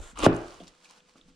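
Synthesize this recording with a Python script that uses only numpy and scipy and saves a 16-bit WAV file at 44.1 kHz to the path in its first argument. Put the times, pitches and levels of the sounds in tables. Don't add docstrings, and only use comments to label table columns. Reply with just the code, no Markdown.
import sys
import numpy as np
from scipy import signal
from scipy.fft import rfft, irfft
from scipy.io import wavfile

SR = 44100
rng = np.random.default_rng(int(sys.argv[2]) if len(sys.argv) > 2 else 0)


def output_pcm(signal):
    pcm = np.clip(np.atleast_2d(signal).T, -1, 1) * 32767
    wavfile.write(sys.argv[1], SR, np.round(pcm).astype(np.int16))


N = 59535
TIME = np.arange(N) / SR

# time_s, relative_level_db
CUT_LEVEL = [(.15, -67.5), (.165, -50.5), (.18, -42.5), (.2, -38.5), (.226, -34), (.238, -28), (.259, -21),
             (.265, -27.5), (.273, -46)]
# frequency_hz, relative_density_db (per Hz)
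CUT_COLOUR = [(200, -29.5), (600, -13), (1150, 6.5), (1700, -13.5), (2600, -6), (3700, -10.5),
              (5000, -15.5), (9500, -20.5), (11300, -34), (15500, -49.5)]
# time_s, level_db
WEDGE_LEVEL = [(.178, -57), (.19, -44), (.227, -41.5), (.237, -24), (.26, -29.5), (.27, -37)]
# frequency_hz, relative_density_db (per Hz)
WEDGE_COLOUR = [(60, -19), (120, -14), (300, 7.5), (620, -2.5), (900, -13), (2000, -47.5)]
# frequency_hz, width_hz, boost_db
BLADE_MODES = [(2340, 15, -7), (2432, 29, -5), (2880, 110, -5)]
# start_s, peak_db, low_edge_hz, high_edge_hz, ringing_drive_db
KNOCKS = [(.2647, .5, 330, 840, -25), (.2689, -6, 100, 500, -23.5), (.2649, -10, 750, 1650, -28),
          (.002, -40, 350, 800, -50), (.076, -44, 700, 2500, -62), (.128, -52, 150, 260, -60),
          (.16, -44, 950, 1400, -64), (.482, -43, 350, 800, -60), (.604, -36, 240, 620, -53),
          (.606, -46, 166, 192, -62), (.606, -44, 640, 730, -64), (1.1565, -48, 170, 750, -63),
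          (1.157, -52, 1050, 1450, -70), (1.252, -57, 150, 195, -70), (1.281, -54, 150, 310, -62)]
# frequency_hz, relative_level_db, t60_s
BOARD_MODES = [(118, 0, .31), (172, .5, .28), (237, -7, .28), (269, 5.5, .27), (316, 1, .27),
               (349, -.5, .26), (409, -9.5, .27), (461, -9, .33), (549, -7.5, .3), (602, -3.5, .27),
               (712, -13, .28), (888, -14, .3), (942, -16, .3), (1005, -14, .25), (1155, -9.5, .25)]
# start_s, relative_peak_db, centre_hz, width_octaves, decay_s
SNAPS = [(0.1884, -19.5, 7220, 0.58, 0.0039), (.2305, -46, 3000, 1.3, 0.0021),
         (0.2423, -17.5, 7000, 0.77, 0.0053), (0.2578, -13.5, 2730, 0.62, 0.004),
         (0.2746, -22, 2110, 0.99, 0.0017), (.329, -30, 3840, 0.77, 0.0018),
         (.3448, -44, 8900, .4, 0.00066), (.349, -33.5, 5500, 1.3, 0.00046), (.355, -39, 9000, 0.3, 0.0027),
         (.3648, -26.5, 7400, 0.77, 0.0023), (0.601, -38.5, 3200, 0.41, 0.012),
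         (.669, -38, 3690, 1.45, 0.012), (.679, -32.5, 4847, 1.4, .0089), (0.844, -39.5, 4500, 1.73, 0.032),
         (0.855, -37.5, 2436, .25, 0.0048), (0.8903, -38, 4136, 1.3, 0.00097),
         (0.897, -36, 4860, 1.1, 0.0026), (0.898, -44, 950, 0.31, 0.0061),
         (0.909, -33.5, 4685, 1.55, 0.0021), (0.975, -43, 3040, 2.5, .003),
         (1.0035, -44, 2940, 0.47, 0.0024), (1.172, -48.5, 4405, 1.8, .013),
         (1.2122, -37, 3500, .35, 0.0018)]
# time_s, level_db
SCRAPE_LEVEL = [(0, -56.5), (.02, -52), (.05, -51), (.115, -53), (.135, -67), (.155, -77)]
# frequency_hz, relative_density_db (per Hz)
SCRAPE_COLOUR = [(300, -4), (1400, 1.5), (2000, -6), (3700, -5.5), (5000, -13), (7400, -1), (9500, -11.5),
                 (11500, -23), (16000, -39.5)]
# time_s, relative_level_db
SLIDE_LEVEL = [(.28, -66), (.36, -51.5), (.42, -54.5), (.52, -51.5), (.59, -54), (.68, -60.5), (.71, -65),
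               (.815, -64), (.845, -54.5), (.875, -62.5), (.91, -55.5), (.94, -59), (.985, -58),
               (1.03, -77.5), (1.095, -59.5), (1.125, -70.5), (1.185, -60.5), (1.24, -79.5), (1.29, -61),
               (1.35, -88.5)]
# frequency_hz, relative_density_db (per Hz)
SLIDE_COLOUR = [(150, -14), (500, 0.5), (1100, 6), (1900, -1.5), (3200, -0.5), (5500, -2), (9300, -7.5),
                (11500, -25), (16000, -28)]
# centre_hz, relative_level_db, t60_s
ROOM_BANDS = [(60.2, -14, .7), (135, -22, .5), (252.2, -15, .32), (464.8, -9, .55), (1080, -7.5, .58),
              (1895, -6.5, .57), (4000, -14, .24), (7827, -19.5, .14), (14000, -24, .14)]
# frequency_hz, correlation (0-1)
ROOM_LIKENESS = [(100, 0.95), (250, 0.94), (500, 0.9), (1000, 0.18), (2500, 0.06), (8000, 0.06)]
# frequency_hz, correlation (0-1)
LIKENESS = [(25, 0.7), (70, 0.6), (250, .98), (900, 0.5), (1900, 0.4), (3800, 1), (7500, .05), (13000, .35)]
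# time_s, level_db
RUMBLE_LEVEL = [(0, -38), (.04, -47), (.11, -61), (.15, -51), (.23, -37.5), (.29, -37.5), (.34, -37),
                (.45, -58.5), (.68, -61.5), (.8, -88), (1.22, -75.5), (1.3, -59), (1.35, -72)]
# frequency_hz, relative_density_db (per Hz)
RUMBLE_COLOUR = [(10, -12.5), (22, -3.5), (35, -2.5), (60, -10.5), (110, -19.5), (300, -57), (1000, -86.5)]
# frequency_hz, relative_density_db (per Hz)
FLOOR_COLOUR = [(25, -2.5), (60, -13.5), (105, -17.5), (170, 3), (450, -6), (1000, -16.5), (3200, -11.5),
                (8000, -16.5), (12000, -44.5), (16000, -53)]

FLOOR_DB, HUM_DB, HUM_HZ = -67.5, -74.5, 498
ROOM_ONSET_S = 0.0043
CUTOFF_HZ = 15800


def from_db(db):
    return 10 ** (np.asarray(db) / 20)


def rms_one(x):
    return x / np.sqrt(np.mean(x ** 2) + 1e-20)


def level(curve):
    return from_db(np.interp(TIME, *np.transpose(curve)))


def stroke(curve):
    before_s = curve[0][0] - TIME
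    after_s = TIME - curve[-1][0]
    outside_s = np.maximum(np.maximum(before_s, after_s), 0)
    return level(curve) * np.exp(-outside_s / 0.003)


def at_hz(points, hz):
    table_hz, value = np.transpose(points)
    return np.interp(np.log(hz + 1e-6), np.log(table_hz), value)


def bins_hz():
    return np.arange(N + 1) * SR / (2 * N)


def colour(x, spectrum):
    shaped = rfft(x, 2 * N) * from_db(at_hz(spectrum, bins_hz()))
    return rms_one(irfft(shaped)[..., :N])


def spread(pair, likeness=LIKENESS):
    alike = np.clip(at_hz(likeness, bins_hz()), -1, 1)
    mid, side = rfft(pair, 2 * N) * np.sqrt([1 + alike, 1 - alike])
    return irfft(np.array([mid + side, mid - side]))[:, :N]


def band(x, low_hz, high_hz, order=2):
    high_hz = min(high_hz, .45 * SR)
    low_hz = min(low_hz, high_hz / 1.05)
    sos = signal.butter(order, [low_hz, high_hz], "band", fs=SR, output="sos")
    return signal.sosfilt(sos, x + 1e-18)


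def click(start_s):
    return 1.0 * (np.arange(N) == max(int(start_s * SR), 0))


def crackle(per_s, size_db, grain_s, hiss):
    happens = rng.random(N) < per_s / SR
    sizes = from_db(size_db * np.minimum(rng.exponential(1, N), 3.5)) * happens
    power = signal.lfilter([1], [1, -np.exp(-2 / (grain_s * SR))], sizes ** 2 + 1e-18)
    envelope = np.sqrt(power / power.mean() + hiss ** 2)
    return spread(rng.standard_normal((2, N)) * envelope)


def blade(x):
    resonance = 0
    for hz, width_hz, boost_db in BLADE_MODES:
        b, a = signal.iirpeak(hz, hz / width_hz, fs=SR)
        resonance = resonance + from_db(boost_db) * signal.lfilter(b, a, x)
    return x + resonance


def cut():
    fibres = crackle(per_s=1800, size_db=3, grain_s=.00035, hiss=.4)
    tearing = blade(stroke(CUT_LEVEL) * colour(fibres, CUT_COLOUR))
    groan = stroke(WEDGE_LEVEL) * colour(fibres, WEDGE_COLOUR)
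    return from_db(1.5) * tearing + groan


def knocks():
    thuds, strikes, ringing = np.zeros((3, N))
    for start_s, peak_db, low_hz, high_hz, drive_db in KNOCKS:
        thud = -band(click(start_s), low_hz, high_hz, order=3)
        thuds += from_db(peak_db) * thud / np.abs(thud).max()
        strikes += from_db(drive_db) * thud
    for hz, mode_db, t60_s in BOARD_MODES:
        radius = from_db(-60 / (t60_s * SR))
        angle = 2 * np.pi * hz / SR
        poles = [1, -2 * radius * np.cos(angle), radius ** 2]
        ringing += from_db(mode_db) * signal.lfilter([0, np.sin(angle)], poles, strikes + 1e-18)
    return thuds + ringing


def snaps():
    out = np.zeros((2, N))
    for start_s, peak_db, hz, octaves, decay_s in SNAPS:
        age_s = TIME - start_s
        decay = (age_s >= 0) * np.exp(-np.abs(age_s) / decay_s)
        half_width = 2 ** (octaves / 2)
        burst = band(rng.standard_normal((2, N)) * decay, hz / half_width, hz * half_width, order=3)
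        out += from_db(peak_db) * burst / np.abs(burst).max(axis=1, keepdims=True)
    return from_db(-11.5) * spread(out)


def skin_scrape():
    grains = crackle(per_s=1700, size_db=1.5, grain_s=0.00046, hiss=0.97)
    return stroke(SCRAPE_LEVEL) * colour(grains, SCRAPE_COLOUR)


def wet_slide():
    juice = crackle(per_s=450, size_db=3, grain_s=.0007, hiss=1.1)
    return from_db(-2.0) * blade(stroke(SLIDE_LEVEL) * colour(juice, SLIDE_COLOUR))


def kitchen(x):
    response = np.zeros((2, N))
    for hz, band_db, t60_s in ROOM_BANDS:
        noise = band(rng.standard_normal((2, N)), hz / np.sqrt(2), hz * np.sqrt(2))
        tail = noise * from_db(-60 * TIME / t60_s)
        tail *= 1 - np.exp(-(TIME / ROOM_ONSET_S) ** 2)
        energy = np.sum(tail ** 2, axis=1, keepdims=True)
        bandwidth = hz / np.sqrt(2) / SR
        response += from_db(band_db) * tail * np.sqrt(bandwidth / energy)
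    return signal.fftconvolve(x, spread(response, ROOM_LIKENESS), axes=1)[:, :N]


def background():
    rumble = level(RUMBLE_LEVEL) * colour(spread(rng.standard_normal((2, N))), RUMBLE_COLOUR)
    floor = from_db(FLOOR_DB) * colour(spread(rng.standard_normal((2, N))), FLOOR_COLOUR)
    hum = from_db(HUM_DB) * np.sqrt(2) * np.sin(2 * np.pi * HUM_HZ * TIME)
    return rumble + floor + hum


def scene():
    cut_pan_db, slide_pan_db = .2, 1.1
    cutting = (skin_scrape() + cut() + snaps()) * from_db([[-cut_pan_db], [cut_pan_db]])
    drawing = wet_slide() * from_db([[-slide_pan_db], [slide_pan_db]])
    knife = cutting + drawing + knocks()
    return knife + kitchen(knife) + background()


def record(dry):
    lowpass = signal.ellip(10, .1, 90, CUTOFF_HZ, fs=SR, output="sos")
    return signal.sosfilt(lowpass, np.clip(dry, -.95, .95))


dry = scene()
out = record(dry)
output_pcm(out)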